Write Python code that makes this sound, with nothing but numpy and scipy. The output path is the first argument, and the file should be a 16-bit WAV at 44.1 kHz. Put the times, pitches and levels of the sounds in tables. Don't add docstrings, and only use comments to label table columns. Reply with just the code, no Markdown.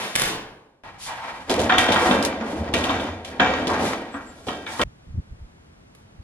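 import sys
import numpy as np
from scipy import signal
from scipy.fft import rfft, irfft, next_fast_len
from scipy.io import wavfile
from scipy.ndimage import map_coordinates

SR = 44100
rng = np.random.default_rng(int(sys.argv[2]) if len(sys.argv) > 2 else 0)


def transcribe(u):
    v = np.clip(np.atleast_2d(u).T, -1, 1)
    q = np.round(v * 32767).astype(np.int16)
    wavfile.write(sys.argv[1], SR, q)


N = 274743
T = np.arange(N) / SR


def amp(db):
    return 10 ** (np.asarray(db) / 20)


def unit(x):
    return x / np.sqrt(np.mean(x ** 2) + 1e-20)


def along(points, hz):
    freqs, values = np.transpose(points)
    return np.interp(np.log(hz + 1), np.log(freqs + 1), values)


def fade(t, t60):
    return np.exp(-np.log(1000) * t / t60)


def hard_hit(t, t60):
    return amp(5) * fade(t, t60=0.009) + fade(t, t60)


def strokes(rows, rise_s, t60):
    stroke = lambda t, length: np.clip(t / rise_s, 0, 1) * fade(np.maximum(t - length, 0), t60)
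    return np.sqrt(sum((amp(db) * stroke(T - s, length)) ** 2 for s, length, db in rows))


def noise(size):
    return rng.standard_normal((2, size))


def wobble(per_s, size):
    knots = rng.standard_normal(int(size * per_s / SR) + 4)
    return map_coordinates(knots, [np.arange(size) * per_s / SR], order=2)


def ripple(hz, spacing_hz):
    return map_coordinates(rng.standard_normal(4096), [hz / spacing_hz], order=2) * hz / (hz + 400)


def peak(hz, centre_hz, width_hz):
    return 1 / (1 + ((hz - centre_hz) / width_hz) ** 2)


def filtered(x, response):
    size = x.shape[-1]
    padded = next_fast_len(size + 2048, True)
    hz = np.fft.rfftfreq(padded, 1 / SR)
    return irfft(rfft(x, padded) * response(hz), padded)[..., :size]


def coloured(x, spectrum, body=np.ones_like):
    return unit(filtered(x, lambda hz: amp(along(spectrum, hz)) * body(hz)))


def add(track, s, sound):
    start = max(round(s * SR), 0)
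    track[:, start:start + sound.shape[-1]] += sound[..., :N - start]


# frequency_hz, level_db
SHOP_SPECTRUM = [(15, -42.5), (25, -9.5), (80, -2.5), (208, -7), (382, -17), (1600, -27), (10500, -46.5),
                 (14000, -62)]
def room_tone(first_scene, level_db=-52.5, first_scene_db=-16):
    return amp(level_db + first_scene_db * first_scene) * coloured(noise(N), SHOP_SPECTRUM)


# centre_s, half_width_s, level_db
LOW_BUMPS = [(0.237, 0.025, -39), (4.852, 0.03, -36.5), (5.101, 0.024, -37), (5.154, 0.015, -30.5),
             (5.187, 0.013, -23.5), (5.324, .03, -37.5), (5.436, 0.027, -39.5), (6.199, 0.014, -38)]
def low_bumps(typical_edge_hz=84, db_per_octave=18):
    out = np.zeros((2, N))
    typical_db = np.median([db for _, _, db in LOW_BUMPS])
    for s, half_width, db in LOW_BUMPS:
        edge_hz = typical_edge_hz * 2 ** ((db - typical_db) / db_per_octave)
        band = lambda hz: hz ** 2 / (hz ** 2 + 45 ** 2) / (1 + (hz / edge_hz) ** 3.7)
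        swell = np.hanning(int(4 * half_width * SR))
        air = filtered(noise(len(swell)), band)
        add(out, s - 2 * half_width, amp(db) * unit(air * swell) * np.sqrt(0.5))
    return out


# frequency_hz, t60_s
SHOP_DECAY = [(100, 0.86), (500, 0.97), (1500, 0.69), (4000, 0.5), (10000, 0.3)]
def shop_reverb(x, build_s=0.029):
    hz, t, bands = signal.stft(noise(SR), SR, nperseg=256)
    decay = fade(t, along(SHOP_DECAY, hz)[:, None])
    tail = signal.istft(bands * decay * (1 - np.exp(-t / build_s)), SR, nperseg=256)[1]
    return signal.fftconvolve(x, tail / np.linalg.norm(tail[0]), axes=1)[:, :N]


# start_s, level_db
SHOP_TICKS = [(5.95, -52)]
def ticks(gain_db=-5, reverb_db=-3):
    out, t = np.zeros((2, N)), np.arange(SR // 10) / SR
    for s, db in SHOP_TICKS:
        click = coloured(noise(len(t)), SCREW_SPECTRUM) * hard_hit(t, t60=0.076)
        add(out, s, amp(db + gain_db) * click)
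    return out + amp(reverb_db) * shop_reverb(out)


# frequency_hz, level_db
SCREW_SPECTRUM = [(30, -43), (80, -4), (200, 6.5), (850, 7.5), (1300, 4), (2750, 3.5), (6700, -3.5),
                  (11600, -2.5), (14000, -33)]
# start_s, length_s, level_db
BIT_TURNS = [(0, 0.042, -30.5), (0.15, 0.07, -38)]
# start_s, level_db
HAMMER_STRIKES = [(0.1543, -22.5), (0.1602, -21.5), (0.1966, -26), (0.219, -24.5), (0.238, -30.5),
                  (0.257, -33.5), (0.279, -35)]
def impact_driver(drone_edge_hz=2500):
    hammer, t = np.zeros((2, N)), np.arange(SR // 8) / SR
    for s, db in HAMMER_STRIKES:
        add(hammer, s, amp(db) * coloured(noise(len(t)), SCREW_SPECTRUM) * hard_hit(t, t60=0.042))
    sheet = sheet_response()
    drone = coloured(noise(N), SCREW_SPECTRUM, lambda hz: sheet(hz) / np.hypot(1, hz / drone_edge_hz))
    turning = strokes(BIT_TURNS, rise_s=0.0011, t60=0.85)
    return hammer + shop_reverb(hammer) + turning * drone


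PANEL_MODES = [501, 738, 1380, 1591, 1895, 2299, 2358, 2674, 3123, 3213, 3556, 3662]
def sheet_response(ripple_db=3.5, mode_db=6):
    grid_hz = np.arange(0, SR / 2, 2)
    strong = np.max([peak(grid_hz, hz, width_hz=7) for hz in PANEL_MODES], axis=0)
    gain = amp(ripple_db * ripple(grid_hz, spacing_hz=14) + mode_db * strong)
    return lambda hz: np.interp(hz, grid_hz, gain)


def mode_tones(t, contact, scatter_db=3, rise_s=0.002):
    tones = np.zeros((2, len(t)))
    for hz in PANEL_MODES:
        db = along(CLANG_SPECTRUM, hz) / 2 + scatter_db * rng.standard_normal((2, 1))
        tones += contact(hz) * amp(db) * np.sin(2 * np.pi * (hz * t + rng.random((2, 1))))
    return tones * fade(t, t60=0.75) * (1 - np.exp(-t / rise_s))


# start_s, length_s, pitch_hz, level_db
STEEL_SQUEAKS = [(4.11, 0.075, 7800, -55), (4.252, 0.079, 7540, -53), (4.42, 0.042, 7650, -67)]
def squeaks(bend=0.024, waver=0.014):
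    out = np.zeros((2, N))
    for s, length, hz, db in STEEL_SQUEAKS:
        arch = np.sin(np.linspace(0, np.pi, int(length * SR)))
        pitch_hz = hz * (1 + bend * (arch - 1) + waver * wobble(400, len(arch)))
        add(out, s, amp(db) * arch * np.sin(2 * np.pi * np.cumsum(pitch_hz) / SR))
    return out


# start_s, length_s, level_db
SHEET_HEAVES = [(1.5, 0.18, -38.5), (2.54, 0.12, -32)]
def swaying(gain_db=-1):
    lowest_mode = unit(filtered(noise(N), lambda hz: peak(hz, centre_hz=83, width_hz=12)))
    return amp(gain_db) * strokes(SHEET_HEAVES, rise_s=0.05, t60=2.7) * lowest_mode


# start_s, pitch_hz, level_db
SHEET_BUCKLES = [(1.497, 373, -21), (1.57, 492, -20.5), (1.673, 218, -30), (2.015, 496, -22),
                 (2.055, 367.6, -23), (2.1, 250.3, -20.5), (2.181, 224, -21.5), (2.404, 232.4, -25),
                 (2.529, 308, -27.5), (2.599, 221, -25), (2.902, 271, -26), (3.389, 202, -25),
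                 (3.485, 499.4, -24.5), (3.405, 741, -21.5), (1.71, 752, -20.5), (4.138, 267, -28.5)]
def buckles(rise_s=0.016, max_octaves_per_s=1.9, waver=0.045):
    out, t = np.zeros((2, N)), np.arange(SR // 4) / SR
    swell = t / rise_s * np.exp(1 - t / rise_s)
    for s, hz, db in SHEET_BUCKLES:
        glide = 2 ** (max_octaves_per_s * rng.uniform(-1, 1) * t)
        pitch_hz = hz * glide * (1 + waver * wobble(122, len(t)))
        cycles = np.cumsum(pitch_hz) / SR + rng.random((2, 1))
        add(out, s, amp(db) * swell * np.sin(2 * np.pi * cycles))
    return out


# frequency_hz, level_db
EDGE_SPECTRUM = [(1500, 22), (3500, 22.5), (8000, 13.5), (11500, 7.5), (12800, -12), (15000, -21)]
# start_s, level_db
EDGE_SNAPS = [(1.783, -25.5), (2.226, -31), (2.25, -26.5), (2.841, -39.5)]
def snaps():
    out, t = np.zeros((2, N)), np.arange(SR // 8) / SR
    for s, db in EDGE_SNAPS:
        add(out, s, amp(db) * coloured(noise(len(t)), EDGE_SPECTRUM, np.sqrt) * hard_hit(t, t60=0.13))
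    return out


def chatter(taps_per_s=60, spread_db=4):
    taps = (rng.random(N) < taps_per_s / SR) * amp(spread_db * rng.standard_normal(N))
    tap_shape = hard_hit(np.arange(SR // 10) / SR, t60=0.17)
    power = np.abs(signal.fftconvolve(taps ** 2, tap_shape ** 2)[:N])
    return coloured(np.sqrt(power) * noise(N), CLANG_SPECTRUM)


def slips(spread_db):
    return noise(N) * amp(spread_db * wobble(500, N))


# frequency_hz, level_db
RUB_SPECTRUM = [(200, -48.5), (500, -4.5), (880, 5), (1300, 2.5), (1900, 1), (4500, -14.5), (14000, -51.5)]
# start_s, length_s, rub_db, flex_db
PANEL_SHOVES = [(0.773, 0.12, -43.5, -52), (1.051, 0.074, -32, -49.5), (1.203, 0.085, -34.5, -42),
                (1.467, 0.2, -31.5, -26.5), (1.733, 0.38, -26, -28), (2.023, 0.24, -32, -25),
                (2.394, 0.29, -39.5, -29), (2.772, 0.21, -31.5, -26), (3.24, 0.13, -42.5, -37),
                (3.428, 0.19, -31.5, -25.5), (3.683, 0.19, -29.5, -24), (4.25, 0.42, -59, -50),
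                (4.65, 0.18, -39.5, -41)]
# start_s, length_s, level_db
EDGE_SCRAPES = [(0.98, 0.091, -38.5), (1.1, 0.56, -57), (1.97, 0.16, -37.5), (2.42, 0.18, -51),
                (3.78, 0.11, -37), (4.1, 0.75, -59.5), (4.66, 0.21, -43.5)]
def sliding(sheet, flex_db=-1.5, rub_db=-2, hiss_db=-1, face_hiss_db=-22, sing_db=-2, chatter_db=-5):
    rub = strokes([(s, length, db) for s, length, db, _ in PANEL_SHOVES], rise_s=0.05, t60=1)
    flex = strokes([(s, length, db) for s, length, _, db in PANEL_SHOVES], rise_s=0.05, t60=1)
    scrape = np.hypot(strokes(EDGE_SCRAPES, rise_s=0.06, t60=0.34), amp(face_hiss_db) * rub)
    judder_db = 1.2 * wobble(45, N)
    heave_db = 1.5 * wobble(18, N)
    lightness = rub ** 2 / (rub ** 2 + flex ** 2 + 1e-20)
    resonance = lambda hz: sheet(hz) * peak(hz, centre_hz=865, width_hz=190)
    high_pass = lambda hz: hz / (hz + 5000)
    flexing = flex * amp(flex_db + heave_db) * coloured(noise(N), BOOM_SPECTRUM, sheet)
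    rubbing = rub * amp(rub_db + judder_db) * coloured(slips(-0.5), RUB_SPECTRUM, sheet)
    singing = rub * lightness * amp(sing_db + judder_db) * coloured(noise(N), RUB_SPECTRUM, resonance)
    hissing = scrape * amp(hiss_db + judder_db) * coloured(slips(0.5), EDGE_SPECTRUM, high_pass)
    chattering = rub * (1 - lightness) * amp(chatter_db) * chatter()
    return flexing + rubbing + singing + hissing + chattering


def ring(t, rise_s, crack_db, t60, tail_db, tail_t60):
    stages = amp(crack_db) * fade(t, t60=0.028) + fade(t, t60) + amp(tail_db) * fade(t, tail_t60)
    return (1 - np.exp(-t / rise_s)) * stages


# frequency_hz, level_db
BOOM_SPECTRUM = [(25, -27.5), (55, -14), (82, -4.5), (130, -13), (240, 1), (380, -4), (550, -4.5),
                 (900, -9.5), (2500, -71.5)]
CLANG_SPECTRUM = [(200, -43), (480, -18.5), (750, 12.5), (1100, 13.5), (3400, -2), (4500, -5), (7000, -12),
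                  (14000, -100)]
# start_s, level_db, hardness_db (treble lift), low_db, pitch_hz
FRAME_BLOWS = [(1.496, -26.5, 7, -13.5, 5060), (1.593, -29.5, 7, -13.5, 800),
               (1.695, -9.5, -5.5, -17.5, 1610), (1.721, -11.5, -6, -22, 1920),
               (1.735, -17.5, -9.5, -29, 1400), (1.782, -12.5, 2.5, -22.5, 2110),
               (1.885, -13, -3.5, -11.5, 760), (1.92, -19, 3.5, -30, 3360), (1.96, -12.5, -7, -23.5, 1545),
               (2.056, -12, -25, -35.5, 690), (2.11, -14.5, -2.5, -10, 1490), (2.41, -25, -25, -30, 1300),
               (2.738, -15.5, 2, -14, 2500), (2.84, -20.5, 1, -29, 800), (2.893, -16.5, -2.5, -21.5, 1040),
               (2.998, -28.5, 2, -24, 1430), (3.246, -35, 5, -44, 3150), (3.397, -7.5, -6.5, -12, 1720),
               (3.67, -29, 5.5, -18, 4540), (3.693, -14, -29, -21.5, 1000),
               (4.141, -23, -17.5, -29.5, 1440), (4.468, -44, 8.5, -21, 5600),
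               (4.484, -21, -1.5, -24, 1270), (4.665, -24.5, -1.5, -43, 2100),
               (4.794, -14.5, -11.5, -14, 1340), (4.815, -18.5, 2.5, -40, 2205)]
def blows(sheet, clack_db=-18, knock_db=-11, clang_db=-14, tone_db=-23, boom_db=-15, edge_db=-20,
          shelf_hz=2600, rib_hz=3350):
    out, t = np.zeros((2, N)), np.arange(SR * 2 // 3) / SR
    burst = lambda spectrum, body=np.ones_like: coloured(noise(len(t)), spectrum, body)
    heaviest_db = max(row[1] for row in FRAME_BLOWS)
    for s, db, hardness_db, low_db, pitch_hz in FRAME_BLOWS:
        weight_db = db - heaviest_db
        crack_db = -0.5 + 0.81 * weight_db
        damping_db = 0.17 * weight_db
        contact = lambda hz: amp(hardness_db / (1 + (shelf_hz / (hz + 1)) ** 6))
        struck = lambda hz: sheet(hz) * contact(hz) * amp(4 * ripple(hz, spacing_hz=58.77))
        clack = burst(CLANG_SPECTRUM, lambda hz: struck(hz) * peak(hz, rib_hz, width_hz=520))
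        clack *= ring(t, rise_s=0.0003, crack_db=11, t60=0.16, tail_db=-7, tail_t60=0.7)
        knock = burst(CLANG_SPECTRUM, lambda hz: struck(hz) * peak(hz, pitch_hz, 0.22 * pitch_hz))
        knock *= ring(t, rise_s=0.0016, crack_db=crack_db, t60=0.19, tail_db=-13, tail_t60=0.51)
        clang = burst(CLANG_SPECTRUM, struck) * (1 - np.exp(-t / 0.0027)) * fade(t, t60=0.73)
        boom = burst(BOOM_SPECTRUM, sheet)
        boom *= ring(t, rise_s=0.0012, crack_db=-5.5, t60=0.29, tail_db=3, tail_t60=0.98)
        edge = burst(EDGE_SPECTRUM) * fade(t, t60=0.39)
        rattle = amp(3 * wobble(350, len(t)))
        impact = amp(clack_db) * contact(rib_hz) * clack + amp(knock_db) * knock
        ringing = amp(clang_db) * rattle * clang + amp(tone_db + damping_db) * mode_tones(t, contact)
        sizzle = amp(edge_db + 2.7 * hardness_db) * rattle * edge
        add(out, s, amp(db) * (impact + amp(damping_db) * ringing + sizzle))
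        add(out, s, amp(low_db + boom_db) * boom)
    return out


# frequency_hz, side_db
ROOF_WIDTH = [(70, -44), (400, -15), (1200, -4.5), (3000, 0.5), (8000, 3.5), (12000, 9)]
AIR_WIDTH = [(150, -14.5), (400, 2.5), (8000, 8)]
def stereo_pair(x, width, wider_db=0, lead=0.34):
    mid, unrelated = x
    spread = lambda hz: amp(along(width, hz) + wider_db)
    quarter_cycle_ahead = filtered(mid, lambda hz: 1j * spread(hz))
    side = np.sqrt(1 - lead ** 2) * filtered(unrelated, spread) + lead * quarter_cycle_ahead
    return np.array([mid + side, mid - side])


SCENE_CUTS = [0.836, 4.837]
def scene():
    sheet = sheet_response()
    first, last = T < SCENE_CUTS[0], T >= SCENE_CUTS[1]
    middle = ~(first | last)
    driver_and_tick = stereo_pair(first * impact_driver() + ticks(), ROOF_WIDTH, wider_db=1.5)
    panel = blows(sheet) + snaps() + sliding(sheet) + buckles() + swaying() + squeaks()
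    air = room_tone(first) + low_bumps()
    return stereo_pair(air, AIR_WIDTH) + driver_and_tick + stereo_pair(middle * panel, ROOF_WIDTH)


def record(dry, top_hz=14700):
    rounded = dry / (1 + dry ** 4) ** (1 / 4)
    return filtered(rounded, lambda hz: 1 / (1 + (hz / top_hz) ** 80))


dry = scene()
out = record(dry)
transcribe(out)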